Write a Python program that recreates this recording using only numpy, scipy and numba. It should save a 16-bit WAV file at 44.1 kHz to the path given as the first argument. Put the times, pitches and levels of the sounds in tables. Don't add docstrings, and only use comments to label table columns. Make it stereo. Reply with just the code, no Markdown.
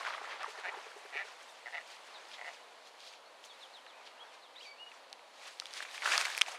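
import sys
import numpy as np
from scipy import signal
from scipy.fft import rfft, irfft
from scipy.io import wavfile
from scipy.ndimage import uniform_filter1d
from numba import njit

SR = 44100
rng = np.random.default_rng(int(sys.argv[2]) if len(sys.argv) > 2 else 0)


def transcribe(signal):
    frames = np.atleast_2d(signal).T
    limited = np.clip(frames, -1, 1)
    pcm = np.round(limited * 32767).astype(np.int16)
    wavfile.write(sys.argv[1], SR, pcm)


def field_ratio(decibels):
    return 10 ** (np.asarray(decibels, dtype=float) / 20)


N = 290206
T = np.arange(N) / SR


def at(table, hz):
    f, db = np.transpose(table)
    return np.interp(np.log(hz), np.log(f), db)


def colour(x, table):
    return irfft(rfft(x) * field_ratio(at(table, np.fft.rfftfreq(len(x), 1 / SR) + 1)), len(x))


def unit(x):
    return x / np.sqrt(np.mean(x ** 2))


def band(x, lo_hz, hi_hz):
    sos = signal.butter(2, [lo_hz, min(hi_hz, .45 * SR)], "band", fs=SR, output="sos")
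    return signal.sosfilt(sos, x)


@njit
def resonate(x, hz, width):
    y, b, l = np.empty(len(x)), 0., 0.
    for i in range(len(x)):
        g, k = np.tan(np.pi * hz[i] / SR), width[i] / hz[i]
        v = (b + g * (x[i] - l)) / (1 + g * (g + k))
        b, l, y[i] = 2 * v - b, l + 2 * g * v, k * v
    return y


def walk(rate):
    k = int(SR / rate)
    held = np.repeat(rng.standard_normal(N // k + 1), k)
    return unit(uniform_filter1d(uniform_filter1d(held, k), k)[:N])


def add(out, s, x):
    i = int(s * SR)
    out[i:i + len(x)] += x[:N - i]


def span(rows, fade_s):
    s, *columns = np.transpose(rows)
    t = np.arange(s[0], s[-1], 1 / SR)
    fade = np.clip(np.minimum(t - s[0], s[-1] - t) / fade_s, 0, 1)
    return [np.interp(t, s, c) for c in columns], fade


def scatter(x, t60):
    t = np.arange(int(t60 * SR)) / SR
    tail = rng.standard_normal(len(t)) * field_ratio(-60 * t / t60)
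    return signal.fftconvolve(x, tail / np.sqrt(np.sum(tail ** 2)))[:N]


def crackle(rate, spread_db, top_db):
    hit = rng.random(N) < rate / SR
    size = field_ratio(np.minimum(spread_db * rng.exponential(size=N), top_db))
    return unit(hit * rng.standard_normal(N) * size)


# f/Hz, relative level/dB per Hz
VALLEY_COLOUR = [(82, -62), (140, -5.5), (239, -4.5), (393, -7.5), (508, -1), (921, 0), (1510, -7.5),
                 (3480, -11), (4410, -11.5), (5070, -18), (10800, -28), (14200, -42), (16000, -57)]
VALLEY_DB = -56.5


def valley():
    return field_ratio(VALLEY_DB + 0.34 * walk(2.72)) * unit(colour(rng.standard_normal(N), VALLEY_COLOUR))


LEAF_DB, STEM_DB = 1.5, 8.5
AIR_DB, AIR_DB_PER_STEM_DB = -13.5, -0.5


def brush_power(hz, leaf_db, stem_db):
    low = np.clip(np.log2(3500 / hz) / np.log2(3500 / 1200), 0, 1)
    top = np.clip(np.log2(hz / 3500), 0, 1)
    air = np.clip(np.log2(hz / 8000) / np.log2(12000 / 8000), 0, 1)
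    tilt_db = low * (stem_db - STEM_DB) + (1 - low - top) * (leaf_db - LEAF_DB)
    return field_ratio(2 * (tilt_db + air * (AIR_DB + AIR_DB_PER_STEM_DB * stem_db)))


# f/Hz, relative level/dB per Hz
LEAF_COLOUR = [(180, -57), (300, -22), (337, -13), (614, -8.5), (774, 0.5), (1300, -1.5), (2360, -2.5),
               (2610, -7), (6620, -14.5), (14200, -27.5), (16000, -55)]
# t/s, relative treble level/dB,
# balance of thick stems near 1 kHz against treble/dB
WADING = [(0.0, -59, 13.5), (0.2, -64, 15.5), (0.44, -67.5, 16.5), (0.7, -65, 17.5), (0.95, -66.5, 8.5),
          (1.3, -68.5, 10.5), (1.7, -67.5, 2.5), (2.5, -66.5, 6.5), (2.7, -75, 3), (3.5, -89, 12),
          (4.0, -79.5, 20), (5.3, -89, -5), (5.6, -65, -7), (6.0, -61.5, 6), (6.15, -52, 8), (6.35, -52, 4),
          (6.44, -59.5, 4.5), (6.58, -66.5, 12)]
# peak t/s, length/s, relative treble level/dB,
# balance of leaves near 3.5 kHz against treble/dB, balance of thick stems against treble/dB
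SWEEPS = [(0.083, 0.12, -63.5, 18.5, 12), (0.13, 0.12, -67, 17, 21), (0.243, 0.12, -69.5, 13, 20),
          (0.317, 0.1, -68.5, 21, 21.5), (0.42, 0.18, -69.5, 18.5, 21.5), (0.51, 0.16, -56.5, 4.5, -2),
          (0.598, 0.1, -62, 9, 3), (0.744, 0.052, -65.5, 0, 25.5), (0.785, 0.058, -69, 0, 23),
          (0.908, .06, -61, -8, 6), (0.987, 0.096, -57, -10, 5), (1.27, 0.15, -62, 7.5, 7),
          (1.43, 0.067, -61.5, -7, -7), (1.505, 0.12, -60.5, -16, -9), (1.877, 0.039, -60.5, 5, -4),
          (1.919, 0.11, -57.5, 7.5, -1.5), (2.074, 0.094, -65, 5, 4), (2.11, 0.075, -71.5, -17, 20),
          (2.182, 0.23, -67.5, -27, 18), (2.34, 0.074, -68, 23, -2), (2.537, 0.11, -63.5, 11.5, -7),
          (2.872, 0.081, -65.5, 12.5, -18), (3.015, 0.13, -68.5, 13.5, -8), (3.074, 0.11, -60, 12.5, -14),
          (3.129, 0.094, -65.5, 16, -14), (3.453, 0.059, -57, 1, -15), (3.607, 0.51, -65.5, 2.5, 0.5),
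          (3.768, .15, -69, 2, -6), (4.073, 0.096, -66, 14, -1), (4.234, 0.21, -73.5, 1, 21.5),
          (4.343, 0.13, -69.5, 13, 0), (4.646, 0.16, -63, 8, -10), (4.943, 0.21, -67.5, 2, 6),
          (5.438, 0.23, -60.5, 7, -0.5), (5.478, 0.086, -57.5, 7.5, 0), (5.515, 0.13, -65.5, 6.5, -10),
          (5.666, 0.057, -82, 9, -5), (5.774, 0.11, -50.5, 8.5, -0.5), (5.828, 0.036, -45, 2, -1),
          (5.955, 0.12, -51.5, 5, -4), (6.066, 0.11, -43, 4, 2.5), (6.132, 0.18, -40.5, 5, 4),
          (6.165, 0.062, -41, 5, 5), (6.209, 0.072, -40, 2, 0.5), (6.255, 0.023, -39, 2, -3),
          (6.303, 0.079, -46, -6, -6), (6.378, 0.023, -35.5, -24, -6.5), (6.485, 0.07, -48, 0, 3.5),
          (6.521, 0.05, -48, -5, 1.5), (6.548, .06, -55, 4, 9)]
SWEEP_RISE_SHARE = 0.49
SWEEP_DEPTH_DB = 14.5
WADING_LEAF_DB, BITS_OVER_HISS = 6, .8


def brush():
    t = T[::32]
    s, wade_db, wade_stem_db = np.transpose(WADING)
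    peak_s, length, db, leaf_db, stem_db = np.transpose(SWEEPS)[:, :, None]
    rising = (peak_s - t) / SWEEP_RISE_SHARE
    falling = (t - peak_s) / (1 - SWEEP_RISE_SHARE)
    away = np.maximum(rising, falling) / length
    sweeps = field_ratio(2 * (db - SWEEP_DEPTH_DB * away))
    wade = field_ratio(2 * np.interp(t, s, wade_db))
    stem_now_db = np.interp(t, s, wade_stem_db)
    wide = crackle(rate=1100, spread_db=9.0, top_db=23)
    surge, out = walk(45), 0
    for hz in 180 * 2 ** np.arange(0, 6.6, .5):
        cracks = min(hz / 2500, 1, 6000 / hz) * 0.3 * wide
        hiss = band(0.81 * rng.standard_normal(N) + cracks, hz / 2 ** 0.39, hz * 2 ** 0.29)
        clicks = crackle(rate=.45 * hz, spread_db=5, top_db=12)
        pitch = np.minimum(hz * 2 ** (.2 * walk(150)), .45 * SR)
        bits = band(resonate(clicks, pitch, hz / 9 + 0 * T), hz / 1.43, hz * 1.48)
        grain = unit(hiss) + min(hz / 800, 1) * BITS_OVER_HISS * unit(bits)
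        power = wade * brush_power(hz, WADING_LEAF_DB, stem_now_db)
        power = power + np.sum(sweeps * brush_power(hz, leaf_db, stem_db), axis=0)
        colour_db = at(LEAF_COLOUR, hz) + 10 * np.log10(hz / 7000) + 0.93 * surge + 0.84 * walk(25)
        out = out + np.interp(T, t, np.sqrt(power)) * field_ratio(colour_db + 11.0) * unit(grain)
    return out


# t/s, peak level/dB,
# pitch f/Hz, brightness of the crack/dB (counts twice)
SNAPS = [(0.009, -31, 1080, -21), (0.049, -28.5, 1460, -26), (0.061, -29, 1480, -24),
         (0.066, -26, 1540, -27), (0.07, -26, 1770, -25), (0.075, -28, 1030, -22), (0.083, -30, 1240, -20),
         (0.105, -29, 1290, -26), (0.132, -32, 1430, -22), (0.138, -28, 1870, -27), (0.147, -30, 1240, -26),
         (0.179, -34, 1210, -22), (0.213, -35, 830, -26), (0.244, -36, 1270, -22), (0.274, -36, 842, -20),
         (0.296, -36, 1870, -22), (0.328, -33, 1180, -23), (0.359, -37, 947, -23), (0.431, -31, 1330, -13),
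         (0.437, -32, 1190, -21), (0.443, -27.5, 1180, -31), (0.46, -34, 950, -21), (0.554, -37, 1380, -20),
         (0.576, -34, 1880, -21), (0.916, -40, 1500, -20), (2.315, -39, 3280, -19), (3.004, -38, 4470, -18),
         (3.44, -37, 3100, -22), (3.864, -39, 2700, -32), (3.867, -43, 1700, -32), (4.054, -44, 4200, -24),
         (4.065, -42, 3600, -22), (4.074, -39, 3100, -24), (4.676, -46, 3900, -20), (4.916, -39, 2650, -26),
         (4.919, -42, 2300, -26), (5.1, -47, 5200, -18), (5.128, -28, 4240, -16), (5.135, -44, 2800, -18),
         (5.193, -46, 2200, -18), (5.599, -19, 4300, -16), (5.61, -41, 3770, -13), (5.62, -38, 1350, -18),
         (5.636, -42, 821, -7), (5.656, -29, 3470, -17), (5.667, -35, 4080, -16), (5.671, -40, 2910, -14),
         (5.708, -38, 4050, -18), (5.73, -37, 4300, -18), (5.737, -27, 5000, -13), (5.804, -26, 1660, -18),
         (5.825, -31, 1790, -15), (5.85, -35, 1920, -26), (5.853, -37, 2300, -26), (5.865, -40, 2200, -22),
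         (5.885, -39, 2260, -20), (5.889, -37, 2300, -26), (5.912, -36, 4100, -18), (5.945, -33, 1860, -15),
         (5.978, -29, 2420, -19), (6.021, -27, 2200, -22), (6.026, -27, 2100, -26), (6.033, -28, 1400, -20),
         (6.046, -26, 4000, -16), (6.056, -23, 1500, -24), (6.059, -17, 1670, -25), (6.075, -20, 1500, -23),
         (6.084, -27, 1500, -20), (6.118, -20, 2520, -16), (6.121, -18, 2600, -22), (6.146, -22, 1800, -20),
         (6.154, -21, 2500, -22), (6.178, -9, 4900, -14), (6.1785, -24, 1300, -20), (6.192, -26, 2460, -12),
         (6.203, -25, 1800, -12), (6.212, -17, 2500, -12), (6.224, -27, 1500, -14), (6.246, -27, 4600, -16),
         (6.252, -19, 2150, -15), (6.256, -24, 2300, -22), (6.267, -26, 1570, -15), (6.281, -28, 1710, -14),
         (6.301, -28, 1670, -17), (6.349, -28, 2440, -15), (6.367, -28, 1900, -8), (6.377, -20, 2370, -16),
         (6.386, -24, 2170, -8), (6.392, -28, 2300, -10), (6.4122, -11, 2500, -16),
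         (6.4163, -6.5, 3170, -17), (6.428, -35, 2330, -14), (6.462, -30, 2540, -20)]
# multiple of its pitch, mean level/dB, share of the ring time
SNAP_MODES = [(.5, -15, 1.4), (.72, -11, 1.0), (1.0, 0, .6), (1.3, -7, .5), (1.7, -10, .4), (2.2, -14, .35)]
RING_CYCLES = 30.0
BREAK_CYCLES, BREAK_DB_PER_OCTAVE = 7, 6
CRACK_DB = 17


def blips_and_snaps():
    out, t = np.zeros(N), np.arange(int(.03 * SR)) / SR
    for s, db, hz, crack_db in SNAPS:
        chance = rng.standard_normal(len(t))
        t60 = RING_CYCLES / hz
        ring = 0
        for (multiple, mode_db, share), r in zip(SNAP_MODES, chance):
            mode_hz = hz * multiple * (1 + 0.16 * r * abs(multiple - 1))
            ring = ring + field_ratio(mode_db + 2.0 * r - 60 * t / (t60 * share)) * np.sin(2 * np.pi * mode_hz * t)
        ring = ring * -np.expm1(-t * hz / .8)
        splinters = unit(band(chance, hz / 1.5, hz * 1.5)) * field_ratio(-13 - 60 * t / (2 * t60))
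        high_db = BREAK_DB_PER_OCTAVE * np.log2(hz / 1500)
        give = np.sin(2 * np.pi * hz * t) * field_ratio(-60 * t * hz / BREAK_CYCLES + high_db)
        give = give * -np.expm1(-t * hz / .25)
        crack = np.sin(2 * np.pi * 5200 * t) + 0.45 * np.sin(2 * np.pi * 8300 * t)
        crack = field_ratio(2 * (crack_db + CRACK_DB) + high_db - 60 * t / 0.0016) * crack
        snap = ring / np.abs(ring).max() + splinters + 2 * give + crack
        snap = band(snap, max(700., hz / 2.22), 9800.0)
        add(out, s + .0007, field_ratio(db) * snap / np.abs(snap).max())
    return out


# t/s (3 ms after the onset), level/dB, f/Hz
PIPS = [(0.212, -50, 415), (0.339, -53, 408), (0.48, -46, 423), (0.584, -46, 433), (0.683, -46, 402),
        (0.772, -43.5, 395), (0.865, -48, 444), (0.964, -46.5, 412), (1.053, -50, 416), (1.155, -46, 422),
        (1.248, -50, 450), (1.344, -59, 480)]


def pips():
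    out, t = np.zeros(N), np.arange(int(.05 * SR)) / SR
    shape = t / 0.0051 * np.exp(1 - t / 0.0049)
    for s, db, hz in PIPS:
        hoarse = unit(band(rng.standard_normal(len(t)), 300., 900.))
        tone = np.sin(2 * np.pi * hz * t) + .3 * np.sin(4 * np.pi * hz * t) + .45 * hoarse
        add(out, s - .003, field_ratio(db) * shape * tone)
    return out


def bill_ring(x, hz, width):
    first = resonate(x, hz + 0 * T, 2 * width + 0 * T)
    return resonate(first, hz + 0 * T, width + 0 * T) * np.sqrt(SR / 1.6 / width)


# t/s, pulse rate f/Hz, effort level/dB,
# mean bill resonance f/Hz, gape as drive of the upper resonance over the bill level/dB
QUACKS = [
    [(0.636, 179.7, -49, 1680, -3), (0.645, 184, -43.5, 1560, -3), (0.667, 178.3, -41, 1720, -7),
     (0.674, 180, -46, 1850, -3), (0.688, 184, -40.5, 2000, -1), (0.697, 184, -45, 2000, -2),
     (0.705, 191, -67, 1880, 1)],
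    [(1.1265, 134.4, -51.5, 1830, -4), (1.148, 136.9, -45.5, 1900, 0.5), (1.164, 139.3, -44, 1990, 0),
     (1.172, 174, -41, 1890, 5), (1.181, 186, -40, 1850, -3), (1.192, 194.5, -38.5, 1840, -3),
     (1.202, 194.6, -43, 1840, -6), (1.213, 194, -39, 1870, -12), (1.23, 191, -57, 1740, 6),
     (1.245, 190, -59, 1760, -1)],
    [(1.659, 119, -47, 2000, -18), (1.68, 119, -45.5, 1770, -20), (1.688, 127.6, -53, 1690, -14),
     (1.712, 131.5, -58, 1740, -14)],
    [(1.726, 175, -51, 1830, -12), (1.742, 173.4, -43, 1860, -11), (1.75, 172.4, -40, 1960, -3),
     (1.757, 172, -43, 1900, -12), (1.763, 171, -53, 1890, -13)],
    [(1.769, 169, -45.5, 1970, -1.5), (1.781, 167, -42, 1930, -26), (1.793, 164, -54, 1820, -12),
     (1.812, 157, -54, 1770, -3)],
    [(2.3835, 118, -56, 2020, -10), (2.392, 121.4, -51, 2020, -10), (2.401, 118, -60, 2020, -5)],
    [(2.413, 121, -46, 1980, -19), (2.422, 123, -56, 1970, -12), (2.436, 122, -57, 1950, -10)],
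    [(2.445, 145, -48, 1950, -12), (2.457, 155, -49, 1930, -10), (2.468, 125, -52, 1950, -8),
     (2.476, 185, -47, 1980, -7), (2.484, 180, -46, 1980, -7), (2.492, 140, -49, 1880, -9),
     (2.5, 130, -51, 1900, -7), (2.515, 130, -65, 1900, -4)],
]
UPPER_HZ = [2260, 2285, 2500, 2580, 2650, 2400, 2460, 2650]
THROAT_DB = [-4.5, -8, -8, -5.5, -10, -4, -4, -5]
THROAT_HZ, THROAT_DB_PER_DB = 800, -0.4


def duck():
    s, *columns = np.vstack(QUACKS).T
    rate, db, bill_hz, upper_db = (np.interp(T, s, c) for c in columns)
    voiced = np.any([(T >= rows[0][0]) & (T <= rows[-1][0]) for rows in QUACKS], axis=0)
    burst = np.maximum(np.searchsorted([rows[0][0] for rows in QUACKS], T) - 1, 0)
    throat_db = np.array(THROAT_DB)[burst] + THROAT_DB_PER_DB * (db + 45)
    cycles = np.cumsum(rate * voiced) / SR
    opened = np.maximum.accumulate(np.where(voiced, 0, cycles))
    starts = np.flatnonzero(np.diff(np.ceil(cycles - opened)) > 0)
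    late, uneven = rng.standard_normal((200, 2))[:len(starts)].T
    pulses = np.zeros(N)
    pulses[starts + (.00012 * SR * late).astype(int)] = field_ratio(1.4 * uneven) * np.sqrt(SR / rate[starts])
    air = (pulses + .2 * rng.standard_normal(N) * voiced) * field_ratio(db)
    bill_width = np.interp(rate, [175, 193], [260, 180])
    bill_hz = bill_hz * (1 + .03 * walk(150))
    out = bill_ring(air, bill_hz, bill_width)
    out += bill_ring(air * field_ratio(upper_db), np.array(UPPER_HZ)[burst], 1.3 * bill_width)
    out += bill_ring(air * field_ratio(throat_db), THROAT_HZ, 300.0)
    out += field_ratio(-8.5) * bill_ring(air, 1330.0, 410.0) + field_ratio(-19.0) * bill_ring(air, 3300.0, 610.0)
    return out + field_ratio(-9) * scatter(out, t60=.08)


# start t/s, length/s, first f/Hz, last f/Hz, rms level at the peak/dB
SLURS = [(1.485, 0.017, 3880, 3543, -58.5), (2.137, 0.042, 4387, 3350, -57.5),
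         (3.258, 0.026, 4220, 4452, -63), (3.476, 0.052, 4250, 3200, -59.5),
         (3.609, 0.053, 4290, 2950, -56.5), (3.735, 0.06, 4370, 2960, -56),
         (3.873, 0.052, 4289, 2960, -58.5), (4.26, 0.06, 4130, 3020, -67),
         (4.422, 0.051, 4350, 3100, -61.5), (4.78, 0.03, 4204, 4440, -70), (3.503, 0.02, 4350, 4440, -66),
         (3.53, .03, 3420, 4200, -67), (4.54, .018, 3700, 3980, -65), (5.033, 0.042, 4000, 4320, -75),
         (5.178, 0.034, 4000, 4300, -73)]
# t/s, f/Hz, rms level/dB, rms level of the octave/dB
BENDS = [
    [(3.927, 2280, -65, -90), (3.946, 2500, -65.5, -90), (3.97, 2570, -66, -90), (3.995, 2530, -66, -90),
     (4.016, 2200, -65, -90)],
    [(4.178, 2700, -63, -90), (4.195, 2950, -60, -90), (4.207, 3230, -54, -90), (4.218, 3300, -55, -90),
     (4.229, 3320, -54, -90), (4.234, 3300, -66, -90)],
    [(4.548, 2740, -68, -90), (4.558, 2250, -65, -90), (4.575, 1940, -66, -90)],
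    [(4.553, 1380, -85, -62), (4.563, 1805, -71, -56), (4.572, 1914, -71, -56), (4.59, 2025, -61, -56),
     (4.604, 2420, -64, -58.5), (4.612, 3010, -50, -78), (4.62, 3200, -60, -80), (4.64, 3350, -63, -85)],
    [(4.638, 2714, -51, -78), (4.65, 2470, -58, -75), (4.662, 2315, -58, -58), (4.68, 2265, -57, -54),
     (4.69, 2265, -59, -63), (4.708, 2310, -57, -56), (4.718, 2290, -56, -63), (4.732, 2280, -61, -63),
     (4.745, 2280, -68, -68), (4.765, 2270, -85, -71)],
    [(4.752, 2200, -71, -91), (4.772, 2580, -68, -91), (4.798, 2860, -55.5, -86), (4.825, 2893, -49, -83),
     (4.852, 2900, -54.5, -85), (4.897, 2800, -68, -84)],
]
SLUR_PEAK_SHARE, SLUR_START_DB, SLUR_END_DB = 0.39, -3, -2
SLUR_EASE = 0.827


def songbird():
    out = np.zeros(N)
    waver = 2.3 * walk(120)
    for s, length, first_hz, last_hz, db in SLURS:
        u = np.arange(0, length, 1 / SR) / length
        hz = first_hz + (last_hz - first_hz) * np.expm1(-SLUR_EASE * u) / np.expm1(-SLUR_EASE)
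        swell_db = np.interp(u, [0, SLUR_PEAK_SHARE, 1], [SLUR_START_DB, 0, SLUR_END_DB])
        fade = np.clip(np.minimum(u, 1 - u) * length / 0.0014, 0, 1)
        level = np.sqrt(2) * field_ratio(db + swell_db + waver[int(s * SR):][:len(u)])
        add(out, s, fade * level * np.sin(2 * np.pi * np.cumsum(hz) / SR))
    for rows in BENDS:
        s = rows[0][0]
        (hz, *partial_db), fade = span(rows, fade_s=.0015)
        phase = 2 * np.pi * np.cumsum(hz) / SR
        note_waver = waver[int(s * SR):][:len(hz)]
        for k, db in enumerate(partial_db, start=1):
            add(out, s, fade * np.sqrt(2) * field_ratio(db + note_waver) * np.sin(k * phase))
    return out + field_ratio(-5) * scatter(out, t60=.2)


THUMP_S, THUMP_HZ, THUMP_DB = 6.176, 90, -33


def thump():
    out, t = np.zeros(N), np.arange(int(.03 * SR)) / SR
    add(out, THUMP_S, field_ratio(THUMP_DB - 60 * t / 0.037) * np.sin(2 * np.pi * THUMP_HZ * t))
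    return out


# f/Hz, side over mid level/dB
FAR_WIDTH = [(60, -3), (110, -5), (200, -2.5), (380, -13.5), (700, -11), (1290, -5.5), (2380, -4.5),
             (4400, -7.5), (8120, -7), (15000, -20)]
# f/Hz, side over mid level/dB
NEAR_WIDTH = [(200, -21), (700, -26), (1500, -29), (3000, -20), (6000, -20), (9000, -36), (13000, -16)]
CALL_WIDTH_DB = -16


def spread(near, call, hush):
    side = colour(hush + field_ratio(CALL_WIDTH_DB) * call, FAR_WIDTH) + colour(near, NEAR_WIDTH)
    frames = signal.stft(side, nperseg=256)[2]
    random_phase = np.exp(2j * np.pi * rng.random(frames.shape))
    diffuse = signal.istft(frames * random_phase, nperseg=256)[1][:N]
    mid = near + call + hush
    side = diffuse + (field_ratio(-.4 / 2) - 1) * mid
    return np.array([mid + side, mid - side])


def scene():
    hush = valley()
    near = brush() + blips_and_snaps() + thump()
    hush = hush + pips()
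    call = duck()
    hush = hush + songbird()
    return spread(near, call, hush)


def low_pass(x):
    return signal.sosfilt(signal.butter(12, 16480, fs=SR, output="sos"), x)


MIC_CUT_HZ, TOP_HZ = 381, 15900
RUMBLE_DB, TREBLE_HISS_DB = -95.5, -89


def record(dry):
    cut = signal.sosfilt(signal.butter(3, MIC_CUT_HZ, "high", fs=SR, output="sos"), dry)
    shared, *own = (unit(band(n, 10., 150.)) for n in rng.standard_normal((3, N)))
    rumble = field_ratio(RUMBLE_DB) * (0.36 * shared + np.array(own))
    hiss = field_ratio(TREBLE_HISS_DB) * band(rng.standard_normal((2, N)), 8000., 15000.)
    top_cut = signal.ellip(8, .2, 60, TOP_HZ, fs=SR, output="sos")
    mix = signal.sosfilt(top_cut, cut + rumble + hiss)
    return low_pass(mix)


dry = scene()
out = record(dry)
transcribe(out)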